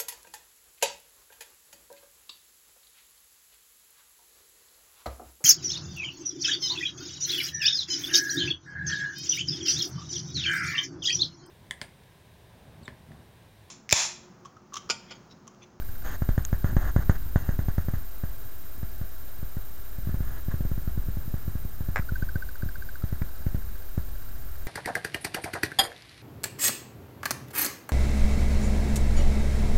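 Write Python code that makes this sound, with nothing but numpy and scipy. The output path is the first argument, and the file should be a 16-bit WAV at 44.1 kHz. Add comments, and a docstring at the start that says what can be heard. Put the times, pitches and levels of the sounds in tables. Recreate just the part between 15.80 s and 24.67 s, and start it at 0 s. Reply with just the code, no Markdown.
"""Handheld camera beside a dozing cat

A quiet room, heard on the built-in microphone of a small camera moved by hand close to a silent cat.
Dull, uneven thumps and a low rumble come through the housing, probably from the grip sticking and
slipping, with brief rubbing, a tick and a plastic creak. The camera's sensor whines faintly and its
focus coil pips fifteen times a second, louder while it seems to refocus."""
import sys
import numpy as np
from scipy import signal
from scipy.fft import rfft, irfft, next_fast_len
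from scipy.io import wavfile

SR = 44100
rng = np.random.default_rng(int(sys.argv[2]) if len(sys.argv) > 2 else 0)


def unload_wav(signal):
    """Save mono or channel-first audio to the path in sys.argv[1] as 16-bit WAV at rate SR, clipped to [-1, 1]."""
    wavfile.write(
        sys.argv[1],
        SR,
        np.round(np.clip(np.atleast_2d(signal).T, -1, 1) * 32767).astype(np.int16),
    )


N = 391166
TIME = np.arange(N) / SR
FRAME_HZ = 15
FIRM_SLIP_DB = -10   # reference strength for a slip's brightness, snap and friction

# slips of the grip: (time [s], strength [dB])
GRIP_SLIPS = [(0.42, -15), (0.4896, -13), (0.5781, -12), (0.728, -13.5), (0.8435, -12.0), (0.9288, -22.4),
              (0.9662, -9), (1.1621, -8.9), (1.19, -20), (1.295, -7), (1.5584, -9), (1.69, -14.5),
              (1.7902, -15.5), (1.8837, -15), (1.9807, -14), (2.0838, -17), (2.1366, -18.5),
              (2.4361, -19.5), (3.03, -23), (3.213, -23), (3.6281, -25), (3.768, -21.5), (4.1847, -26),
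              (4.2716, -19.5), (4.2917, -20.5), (4.342, -18), (4.4044, -19.3), (4.6832, -19),
              (4.7402, -18.6), (4.8064, -18.5), (4.8505, -19.5), (4.9151, -19), (4.9775, -21.5),
              (5.0756, -19.5), (5.176, -18.5), (5.285, -21), (5.3698, -22.0), (5.4778, -25.5),
              (5.5399, -18.5), (5.6787, -20.5), (5.7534, -21.1), (5.85, -24), (6.0066, -21.5),
              (6.0864, -19.5), (6.1938, -19), (6.3204, -19.5), (6.4252, -18.5), (6.5564, -17.5),
              (6.8318, -19.5), (6.8599, -24), (7.2382, -17.5), (7.326, -18.5), (7.4164, -18), (7.6651, -16),
              (7.7457, -17.5), (8.1772, -15.5)]
# longer slides of the grip: (start [s], end [s], rubbing level [dB], hiss level [dB])
GRIP_SLIDES = [(0.237, 0.37, -41.5, -53.5), (0.84, .93, -45.5, -69), (0.996, 1.117, -42, -73),
               (1.202, 1.242, -43.5, -72), (1.336, 1.376, -42, -66), (1.563, 1.76, -51, -73),
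               (2.125, 2.204, -57, -76), (4.418, 4.61, -51, -67), (4.698, 4.738, -45, -72),
               (6.34, 6.47, -70, -64)]


def from_db(db):
    return 10 ** (np.asarray(db) / 20)


def rms_one(x):
    return x / np.sqrt(np.mean(x ** 2) + 1e-20)


def level(rows, at=TIME):
    """Gain along a curve of (time [s], level [dB])."""
    return from_db(np.interp(at, *np.transpose(rows)))


def ramped(start, end, edge_s, at=TIME):
    """Attack, hold and release, between 0 and 1."""
    return np.clip(np.minimum(at - start, end - at) / edge_s, 0, 1)


def low_pass(x, hz, order=2):
    return signal.sosfilt(signal.butter(order, hz, fs=SR, output="sos"), x + 1e-18)


def coloured_noise(spectrum):
    """Steady noise of rms 1 with a spectrum of (frequency [Hz], level [dB])."""
    hz, db = np.transpose(spectrum)
    size = next_fast_len(N)
    bins = np.maximum(np.fft.rfftfreq(size, 1 / SR), 1)
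    gain = from_db(np.interp(np.log(bins), np.log(hz), db))
    return rms_one(irfft(rfft(rng.standard_normal(size)) * gain, size)[:N])


def resonate(x, modes):
    """Parallel resonances of (frequency [Hz], width [Hz], gain [dB])."""
    out = 0
    for hz, width, db in modes:
        r = np.exp(-np.pi * width / SR)
        poles = [1, -2 * r * np.cos(2 * np.pi * hz / SR), r * r]
        out = out + from_db(db) * (1 - r * r) / 2 * signal.lfilter([1, 0, -1], poles, x + 1e-18)
    return out


def steep_modes(x, modes):
    """Resonances applied twice, so that the valleys between them stay dark."""
    return sum(from_db(db) * resonate(resonate(x, [(hz, width, 0)]), [(hz, width, 0)])
               for hz, width, db in modes)


def shell(x, modes, top_modes, edge_hz):
    """Plastic passes its main modes up to a steep edge; only a few faint resonances lie above."""
    return low_pass(resonate(x, modes), edge_hz, order=8) + steep_modes(x, top_modes)


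def clicks(times, db):
    """One impulse at each time."""
    out = np.zeros(N)
    out[np.round(np.asarray(times) * SR).astype(int)] = from_db(db)
    return out


def strike(times, db, body):
    """Impulses through a body, scaled so that each peaks at its dB."""
    return body(clicks(times, db)) / np.abs(body(signal.unit_impulse(SR // 10))).max()


def dying(times, db, decay_s):
    """An envelope that jumps at each time and dies away."""
    return signal.lfilter([1], [1, -np.exp(-1 / (decay_s * SR))], clicks(times, db) + 1e-18)


def room_tone(room_db=-53.5, hiss_db=-53, split_hz=2400):
    """The steady air of a quiet room, with the microphone's own hiss above it."""
    # spectra of the room and of the hiss: (frequency [Hz], relative level [dB])
    air_colour = [(100, -12), (200, 1.5), (320, -0.5), (430, -1.5), (570, -1), (1000, -5.5), (1300, -3.5),
                  (1600, -2.5), (1950, -9), (2800, -12)]
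    hiss_colour = [(2000, -2), (2800, -2), (5000, -3), (9000, -3.3), (12000, -2.2), (14000, -.3),
                   (15800, .5)]
    air = low_pass(coloured_noise(air_colour), split_hz, order=4)
    high_pass = signal.butter(4, split_hz, "high", fs=SR, output="sos")
    hiss = signal.sosfilt(high_pass, coloured_noise(hiss_colour))
    return from_db(room_db) * rms_one(air) + from_db(hiss_db) * rms_one(hiss)


def electronics(whine_hz=13500, whine_db=-50, sag_db_per_s=.25, pause_at_s=.032, pause_length_s=.013):
    """The sensor whines while it reads its lines and pauses between frames; faint tones run on."""
    # steady electronic tones: (frequency [Hz], rms level [dB])
    tones = [(3891, -70.5), (5070, -78.5), (6750, -76.5), (8639, -79), (10125, -76.5), (11673, -75.5)]
    reading = (TIME - pause_at_s) % (1 / FRAME_HZ) > pause_length_s
    envelope = from_db(whine_db - sag_db_per_s * TIME) * low_pass(reading * 1., 900)
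    whine = envelope * np.sin(2 * np.pi * whine_hz * TIME)
    steady = sum(from_db(db) * np.sin(2 * np.pi * hz * TIME) for hz, db in tones)
    return np.sqrt(2) * (whine + steady)


def lens_whirs():
    """Thin whirs, probably the lens travelling: narrow partials switch on and off together."""
    # runs of the whir: (start [s], end [s], level [dB])
    runs = [(1.563, 1.72, -63), (8.813, 8.9, -61)]
    # its partials: (frequency [Hz], width [Hz], gain [dB])
    partials = [(2750, 19, 0), (6400, 40, 3), (6700, 50, -7), (7220, 50, -4.5)]
    running = sum(from_db(db) * ((TIME > start) & (TIME < end)) for start, end, db in runs)
    return low_pass(running, 100) * rms_one(steep_modes(rng.standard_normal(N), partials))


def focus_pips(first_s=.0218, pip_hz=1545, ring_s=.0032, longest_s=.0068, uneven_db=1.2,
               overtone_hz=4620, overtone_db=-49, ramp_s=.16, load_dip=.15):
    """Once a frame the focus coil is driven briefly; a harder drive lasts longer and rings up further."""
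    # holding drive of the coil: (time [s], pip peak [dB])
    hold = [(0, -41), (2.2, -52), (3.5, -89), (6.05, -61), (6.3, -45)]
    # a coarse and a fine move of the lens: (start [s], end [s], pip peak [dB])
    moves = [(6.155, 6.778, -29), (6.65, 7.288, -32.5)]
    out, t = np.zeros(N + SR), np.arange(SR // 30) / SR
    starts = np.arange(first_s, N / SR, 1 / FRAME_HZ)
    detunes, uneven = rng.standard_normal((len(starts), 2)).T
    push = np.max([from_db(db) * ramped(start, end, ramp_s, starts) for start, end, db in moves], axis=0)
    peaks = np.hypot(level(hold, starts), push) * from_db(uneven_db * uneven)
    moving = ramped(moves[0][0], moves[-1][1], ramp_s, starts)
    loads = load_dip * np.sin(np.pi * moving) ** 2   # the pitch drops as the lens starts and stops
    kick = np.sin(np.pi * np.minimum(t / .0045, 1))   # switching on kicks a faint upper mode
    for start, peak, detune, load in zip(starts, peaks, detunes, loads):
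        drive = peak / peaks.max()
        length = longest_s * drive ** 2
        ring_up = 1 - np.exp(-np.minimum(t, length) / ring_s)
        swell = ring_up * np.exp(-np.maximum(t - length, 0) / ring_s)
        hz = pip_hz * (1 - load + .0089 * detune + .022 * (1 - drive) ** 4)   # weak pips sit higher
        pip = peak * swell / swell.max() * np.sin(2 * np.pi * hz * t)
        overtone = from_db(overtone_db) * drive ** .37 * kick * np.sin(2 * np.pi * overtone_hz * t)
        at = round(start * SR)
        out[at:at + len(t)] += pip + overtone
    return out[:N]


def hand_rumble(shake_db=-18.5, settle_s=.097, slide_gain_db=9, flutter_db=2, flutter_hz=7.6):
    """The unsteady hand sends a fluttering rumble to the microphone; each slip and slide stirs it up."""
    # unsteadiness of the hand: (time [s], level [dB])
    hand = [(0, -36.5), (1.9, -34.5), (2.3, -42.5), (4.0, -42), (4.4, -39), (6.4, -36.5), (7.1, -41.5),
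            (8.4, -38)]
    # spectrum of the rumble: (frequency [Hz], relative level [dB])
    colour = [(8, -7.5), (20, -3), (35, -1.5), (55, -5), (100, -14), (170, -25), (280, -30.5), (500, -42.5),
              (1000, -70.5)]
    times, strength_db = np.transpose(GRIP_SLIPS)
    shaking = low_pass(dying(times, strength_db + shake_db, settle_s), 38)
    sliding = sum(from_db(db + slide_gain_db) * ramped(start, end, settle_s / 4)
                  for start, end, db, _ in GRIP_SLIDES)
    flutter = from_db(flutter_db * rms_one(low_pass(rng.standard_normal(N), flutter_hz)))
    return np.hypot(level(hand), shaking + sliding) * flutter * coloured_noise(colour)


def edge_tick(contact_hz=8500):
    """A hard edge ticks once, tiny and sharp, and rings briefly."""
    # the tick: (time [s], peak [dB])
    tick = [(0.651, -18)]
    # its ring: (frequency [Hz], width [Hz], gain [dB])
    ring = [(1610, 520, 1), (3220, 2100, -6.5), (6600, 380, 14.5), (7300, 500, -17)]
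    return strike(*np.transpose(tick), lambda x: low_pass(resonate(x, ring), contact_hz))


def joint_creak(gap_s=.0094, fade_db_per_s=413, rebound_s=.0024, rebound_db=-5,
                chatter_db=-28, chatter_s=.012, gain_db=.5, contact_hz=8500):
    """A plastic joint creaks in a quick, fading run of catches, each with a rebound and a chatter."""
    # creaks: (start [s], length [s], strength of the first catch [dB])
    creaks = [(6.1596, .043, -12.5), (7.4205, .005, -29)]
    # the joint's main and faint upper modes: (frequency [Hz], width [Hz], gain [dB])
    modes = [(660, 230, -2), (905, 250, -2.5), (1090, 150, -6), (1246, 100, -3), (1490, 147, 5.5),
             (1610, 77, 4), (1940, 110, 2), (2260, 80, -17)]
    top_modes = [(3530, 2600, -20), (5130, 1300, -20), (6980, 1300, -19)]
    joint = lambda x: low_pass(shell(x, modes, top_modes, edge_hz=2450), contact_hz)
    catches, catch_db = np.transpose([(start + t, first_db - fade_db_per_s * t)
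                                      for start, length, first_db in creaks
                                      for t in np.arange(0, length, gap_s)])
    rebounds = catches + rebound_s * rng.uniform(.6, 1.3, len(catches))
    times, db = np.r_[catches, rebounds], np.r_[catch_db, catch_db + rebound_db]
    chatter = dying(times, db + chatter_db, chatter_s) * rms_one(joint(rng.standard_normal(N)))
    return from_db(gain_db) * strike(times, db, joint) + chatter


def grip_rubbing(snap_db=-29, snap_growth=1.35, snap_hz=1000, snap_lag_s=.00081,
                 rub_db=-42.5, rub_growth=1.09, rub_s=.028, grain=.17,
                 dry_until_s=4.3, dry_fade_s=1.0, dry_snap_db=8.5, dry_rub_db=4):
    """Each slip snaps, then rubs briefly; both excite the housing. Longer slides also hiss."""
    # the housing's main and faint upper modes: (frequency [Hz], width [Hz], gain [dB])
    modes = [(400, 200, 6), (616, 110, 5), (724, 240, 8), (1105, 600, 8), (1434, 170, 8), (1657, 130, 9),
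             (1820, 50, -18)]
    top_modes = [(2660, 2800, -7), (6490, 780, -2)]
    housing = lambda x: shell(x, modes, top_modes, edge_hz=2030)
    times, strength_db = np.transpose(GRIP_SLIPS)
    force_db = strength_db - FIRM_SLIP_DB
    dryness = np.clip((dry_until_s - times) / dry_fade_s, 0, 1)   # the grip starts dry and scratchy
    snap_peaks_db = snap_db + snap_growth * force_db + dry_snap_db * dryness
    snaps = strike(times + snap_lag_s, snap_peaks_db, lambda x: housing(low_pass(x, snap_hz, order=1)))
    friction = dying(times, rub_db + rub_growth * force_db + dry_rub_db * dryness, rub_s)
    hiss_gain = 0
    for start, end, rubbing_db, hiss_db in GRIP_SLIDES:
        stroke = ramped(start, end, edge_s=.018)
        friction = np.hypot(friction, from_db(rubbing_db) * stroke)
        hiss_gain = hiss_gain + from_db(hiss_db) * stroke
    grains = rng.standard_normal(N) * np.exp(grain * rms_one(low_pass(rng.standard_normal(N), 190)))
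    hiss = hiss_gain * rms_one(steep_modes(rng.standard_normal(N), top_modes))
    return snaps + friction * rms_one(housing(grains)) + hiss


def grip_thumps(contact_hz=286, octaves_per_db=.026, scatter_octaves=.072, edge_hz=690, gain_db=3,
                lead_s=.00024, tiny_per_s=5, tiny_db=-35, tiny_spread_db=10.5):
    """Soft skin lets go with a rounded push, duller when weak; the camera sways and rings after it."""
    # the camera's sway in the hand and the low ring of its case: (frequency [Hz], width [Hz], gain [dB])
    sway = [(28, 18, 0), (75, 32, -2.5)]
    case = [(112, 35, -18.5), (162.7, 10.7, -20.5), (341, 26, -27.5), (541.6, 46, -18), (654, 33, -36.5)]
    out, push = np.zeros(N + SR), signal.unit_impulse(SR // 6)
    tiny_slips = [(when * N / SR, tiny_db - tiny_spread_db * weakness)
                  for when, weakness in rng.random((round(tiny_per_s * N / SR), 2))]
    for start, strength_db in [*GRIP_SLIPS, *tiny_slips]:
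        octaves = octaves_per_db * (strength_db - FIRM_SLIP_DB) + scatter_octaves * rng.standard_normal()
        ring = resonate(push, [(hz, width, db + rng.uniform(-1, 1)) for hz, width, db in [*sway, *case]])
        thump = low_pass(low_pass(ring, contact_hz * 2 ** octaves), edge_hz, order=5)
        at = max(round((start - lead_s) * SR), 0)
        out[at:at + len(thump)] += from_db(strength_db + gain_db) * thump / thump.max()
    return out[:N]


def scene():
    """Handling noise and the camera's workings, right at the microphone, over the room tone; mono."""
    handling = grip_thumps() + grip_rubbing() + joint_creak() + edge_tick()
    camera = focus_pips() + lens_whirs() + electronics()
    return (handling + camera + hand_rumble() + room_tone())[None]


def record(dry, cutoff_hz=15800, offset=-.0423):
    """The built-in microphone: the top is cut steeply and the signal rests on a constant offset."""
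    return offset + signal.sosfilt(signal.ellip(10, .1, 80, cutoff_hz, fs=SR, output="sos"), dry)


dry = scene()
out = record(dry)
unload_wav(out)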